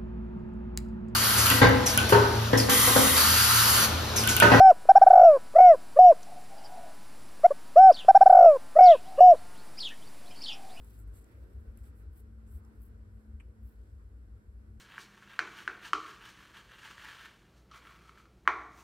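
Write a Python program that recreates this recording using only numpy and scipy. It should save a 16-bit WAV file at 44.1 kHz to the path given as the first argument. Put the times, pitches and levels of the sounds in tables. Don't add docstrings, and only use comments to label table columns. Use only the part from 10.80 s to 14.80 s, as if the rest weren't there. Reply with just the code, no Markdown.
import sys
import numpy as np
from scipy import signal
from scipy.fft import rfft, irfft
from scipy.io import wavfile
from scipy.ndimage import uniform_filter1d

SR = 44100
rng = np.random.default_rng(int(sys.argv[2]) if len(sys.argv) > 2 else 0)


def store_wav(level_fs):
    pcm = np.round(np.clip(np.atleast_2d(level_fs), -1, 1) * 32767)
    wavfile.write(sys.argv[1], SR, pcm.T.astype(np.int16))


N = 176400


def undb(db):
    return 10 ** (np.asarray(db) / 20)


def unit(x):
    return x / np.sqrt(np.mean(x ** 2))


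def clock():
    return np.arange(N) / SR


def bins():
    return np.maximum(np.arange(N // 2 + 1) * SR / N, 1)


def curve(points):
    hz, value = np.array(points).T
    return np.interp(np.log(bins()), np.log(hz), value)


def eq(x, points):
    return unit(irfft(rfft(x) * undb(curve(points)), N))


def band(x, hz, octaves):
    return unit(irfft(rfft(x) * np.exp(-.5 * (np.log2(bins() / hz) / octaves) ** 2), N))


def wobble(rate_hz):
    return unit(irfft(rfft(rng.standard_normal(N)) * np.exp(-(bins() / rate_hz) ** 2), N))


def ports(x, lag_s=13.1 / SR, turn_rad=-2.35):
    turn = 2 * np.pi * bins() * lag_s + turn_rad
    return np.array([x, irfft(rfft(x) * np.exp(-1j * turn), N)])


def widen(three, diffuse):
    return np.sqrt(1 - diffuse) * ports(three[0]) + np.sqrt(diffuse) * three[1:]


# f/Hz, gain/dB
RUMBLE_EQ = [(20, -27), (30, -23.5), (37, -16.5), (45, -22.5), (50, 5.5), (58, 7.5), (66, 2), (80, -7),
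             (90, -6.5), (100, -2.5), (112, -18.5), (150, -32), (250, -75)]
RUMBLE_DIPS = [0.458, 1.91, 2.42, 2.753, 2.931, 3.62]


def rumble(dip_depth=0.74, dip_s=0.037):
    low = signal.hilbert(eq(rng.standard_normal(N), RUMBLE_EQ))
    envelope = np.sqrt(uniform_filter1d(np.abs(low) ** 2, size=8000))
    dips = sum(np.exp(-((clock() - at) / dip_s) ** 2) for at in RUMBLE_DIPS)
    return undb(-49.5) * (1 - dip_depth * dips) * unit(low.real / envelope)


# f/Hz, correlation between the ports
ROOM_IMAGE = [(120, 0.94), (160, 0.34), (280, 0.76), (620, 0.35), (900, -0.54), (1250, 0.3), (1650, -0.64),
              (2500, 0.024)]


def room_field(two, ripple_db=2, ripple_hz=12):
    alike = curve(ROOM_IMAGE)
    knots = rng.standard_normal((2, N // 20))
    ripple = np.array([np.interp(bins() / ripple_hz, np.arange(len(row)), row) for row in knots])
    mid, side = irfft(rfft(two) * np.sqrt([1 + alike, 1 - alike]) * undb(ripple_db * ripple), N)
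    return np.array([mid + side, mid - side]) * undb([[-.6], [.6]])


# f/Hz, gain/dB
ROOM_EQ = [(60, -6.5), (130, 2), (146, -1.5), (160, 2.5), (174, -3.5), (192, 4), (240, -3.5), (295, -1),
           (385, -7), (425, -1.5), (475, -6), (560, -13.5), (750, -15.5), (880, -17.5), (910, -11.5),
           (940, -15.5), (1250, -18.5), (1500, -13.5), (2200, -26), (3000, -31.5), (5500, -35.5),
           (8000, -47.5)]
HISS_EQ = [(2500, -15.5), (4500, -5.5), (7500, 1.5), (11000, 3), (12500, 1), (14500, -14), (16000, -6)]
# t/s, level/dB
ROOM_FADER = [(0, -61.5), (.8, -61.5), (1.4, -63.5), (2.0, -63), (3.3, -66), (4, -64)]


def room_tone():
    db = np.interp(clock(), *np.array(ROOM_FADER).T) + .7 * wobble(15)
    hiss = eq(widen(rng.standard_normal((3, N)), diffuse=0.035), HISS_EQ)
    air = eq(room_field(rng.standard_normal((2, N))), ROOM_EQ)
    return undb(db) * air + undb(-86) * hiss


# t/s, f/Hz, level/dB
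HUM_RIDE = [(0, 228.5, -70), (.55, 228.6, -87), (.7, 226, -71), (1.03, 226, -65), (1.269, 224.2, -81.5),
            (1.402, 222.2, -66.5), (1.649, 222, -62.5), (1.97, 221, -65), (2.121, 220.1, -67.5),
            (2.502, 218.3, -59.5), (2.7, 218.3, -74), (2.81, 217.8, -61), (2.979, 217.1, -72.5),
            (3.65, 217, -75), (3.92, 217.4, -64)]


def motor_hum(waver_hz=1.5, flicker_db=2.5):
    t = clock()
    at, hz, db = np.array(HUM_RIDE).T
    pitch = np.interp(t, at, hz) + waver_hz * wobble(6.6)
    tone = np.sqrt(2) * np.sin(2 * np.pi * np.cumsum(pitch) / SR)
    flicker = flicker_db * np.array([wobble(18), wobble(3)])
    return tone * undb(np.interp(t, at, db) + flicker)


def slips(per_s=5000, spread_db=2.5):
    size = undb(spread_db * np.minimum(rng.exponential(size=(3, N)), 5))
    polarity = np.sign(rng.standard_normal((3, N)))
    return size * polarity * (rng.random((3, N)) < per_s / SR)


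# peak t/s, hiss level/dB, rise/s, fall/s, rub against hiss/dB, hiss tilt/(dB per octave)
STROKES = [(.07, -79.5, 0.14, 0.071, -9, 0), (.15, -79, 0.061, 0.046, -8, 3),
           (.2, -80, .031, 0.041, -20, -7), (.285, -85.5, .02, 0.026, -16, -5),
           (.372, -74.5, 0.039, 0.05, -12.5, -7), (.51, -84, 0.089, 0.052, -7, 5),
           (.625, -86, 0.05, .025, -7, 2), (.74, -89, 0.11, 0.27, -11.5, -1),
           (.989, -83, 0.018, 0.018, -10.5, -4), (1.06, -77.5, 0.039, 0.037, -10, -4),
           (1.195, -80.5, 0.039, .037, -19, 1), (1.387, -74, .048, .03, -19, 3.5),
           (1.68, -84.5, .02, 0.03, -12, -14), (1.749, -74, 0.044, 0.04, -20, 1.5),
           (1.855, -87.5, 0.028, .036, -11, -2), (1.97, -88, 0.053, .03, -27, -1),
           (2.04, -73.5, 0.034, .045, -29, 9.5), (2.37, -93, 0.053, .11, -17, -5),
           (2.87, -77.5, 0.041, .068, -20.5, 9.5), (3.05, -96, 0.16, .2, -0.5, 0)]
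# f/Hz, gain/dB
HAIR_EQ = [(2000, -34), (4500, -35), (6300, -14), (7900, -0.5), (9500, 1), (11500, 3.5), (14000, 1),
           (16000, -1.5)]
RUB_EQ = [(300, -9.5), (900, 11), (1600, 5), (2600, 5.5), (4500, 3), (6000, 0), (8500, 2.5), (12000, -13)]


def fur_strokes(makeup_db=6.5, rub_boost_db=6, flicker_db=1.4, pivot_hz=11500):
    t, hairs, rub_power = clock(), 0, 0
    hair_spectrum = rfft(eq(widen(slips(), diffuse=0.033), HAIR_EQ))
    octaves = np.clip(np.log2(bins() / pivot_hz), -1, 1)
    for at, db, rise, fall, rub_db, tilt_db in STROKES:
        fade_s = np.where(t < at, rise, fall)
        swell = undb(db) * np.exp(-np.abs((t - at) / fade_s) ** 1.97)
        hairs += swell * unit(irfft(hair_spectrum * undb(tilt_db * octaves), N))
        rub_power += (swell * undb(rub_db + rub_boost_db)) ** 2
    skin = np.sqrt(rub_power) * eq(widen(slips(), diffuse=0.5), RUB_EQ)
    return (hairs + skin) * undb(flicker_db * wobble(74) + makeup_db)


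# t/s, level/dB, centre f/Hz
TICKS = [(0.046, -56, 10600), (0.18, -70, 9500), (.2, -54, 13000), (0.4425, -60, 7460),
         (0.9736, -53.5, 11400), (1.8491, -64, 7300), (2.0188, -56, 13200)]


def hay_ticks(decay_s=0.0016):
    t, out = clock(), 0
    for at, db, hz in TICKS:
        envelope = (t >= at) * np.exp(-np.abs(t - at) / decay_s)
        out += undb(db) * envelope * band(rng.standard_normal(N), hz, octaves=0.43)
    return ports(out)


# peak t/s, level/dB, half length/s, centre f/Hz
SWISHES = [(0.14, -81, 0.041, 330), (0.534, -75, 0.07, 1780), (0.655, -66.5, 0.22, 404),
           (0.864, -84, 0.084, 1110), (0.883, -70, 0.058, 324), (0.983, -75, 0.007, 2227),
           (1.1, -77, 0.075, 1370), (1.212, -77, 0.014, 1960), (1.667, -82, 0.11, 1190),
           (1.844, -72, 0.066, 937), (2.69, -72, 0.11, 380), (3.02, -72.5, 0.03, 394),
           (3.211, -74, 0.026, 1190)]


def blanket_swishes():
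    t, out = clock(), 0
    fibres = room_field(slips()[:2])
    for at, db, half, hz in SWISHES:
        swell = undb(db) * np.exp(-((t - at) / half) ** 2)
        out += swell * band(fibres, hz, octaves=0.42)
    return out


# peak t/s, level before trim/dB, f/Hz, half length/s
RUMBLE_SWELLS = [(0.288, -47.5, 50.4, 0.077), (0.796, -46, 70, 0.042), (0.889, -40, 56.2, 0.019),
                 (1.024, -41.5, 57.7, 0.033), (1.288, -42.5, 74, 0.019), (1.76, -36.5, 66, 0.018),
                 (2.552, -42, 65.3, 0.021), (2.851, -45, 63.5, 0.021), (3.17, -42.5, 61.8, 0.018)]


def rumble_swells(trim_db=.5):
    t, out = clock(), 0
    for at, db, hz, half in RUMBLE_SWELLS:
        swell = undb(db + trim_db) * np.exp(-((t - at) / half) ** 2)
        out += swell * np.sqrt(2) * np.sin(2 * np.pi * (hz * (t - at) + rng.random()))
    return out


# t/s, overall gain/dB
CLICK_CONTACTS = [(2.5995, -66.5), (2.6038, -70), (2.6055, -72)]
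# f/Hz, relative level/dB, t60/s
CLICK_MODES = [(1550, -6, 0.038), (1870, -16, .02), (2373, -1, 0.075), (2570, 3, .055), (2940, -5, .045),
               (7100, -9, .03), (8230, -9, .06), (8400, -8, 0.045), (8900, -13, .035), (11100, -8, 0.025)]
# f/Hz, gain/dB
CRACK_EQ = [(600, -6), (1200, 2), (2600, 7), (3100, 4), (3700, -27), (6000, -22), (8300, -15), (14000, -28)]


def hard_click(attack_s=.0007, crack_s=0.0063, tail_s=0.059):
    t, out = clock(), 0
    for at, db in CLICK_CONTACTS:
        age = np.maximum(t - at, 0)
        ring = sum(undb(mode_db - 60 * np.minimum(age / t60, 3)) * np.sin(2 * np.pi * hz * age)
                   for hz, mode_db, t60 in CLICK_MODES)
        noise = eq(rng.standard_normal((2, N)), CRACK_EQ)
        crack = undb(6.5) * np.exp(-age / crack_s) * noise
        tail = undb(-15) * np.exp(-age / tail_s) * noise
        attack = 1 - np.exp(-age / attack_s)
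        out += undb(db) * attack * (ring + crack + tail)
    return out


def scene():
    lean_left = undb([[.9], [-.9]])
    bed = lean_left * rumble() + room_tone() + motor_hum()
    foley = fur_strokes() + hay_ticks() + blanket_swishes()
    return bed + foley + lean_left * rumble_swells() + hard_click()


def record(dry, cutoff_hz=15850):
    return signal.sosfilt(signal.ellip(10, .2, 70, cutoff_hz, fs=SR, output="sos"), dry)


dry = scene()
out = record(dry)
store_wav(out)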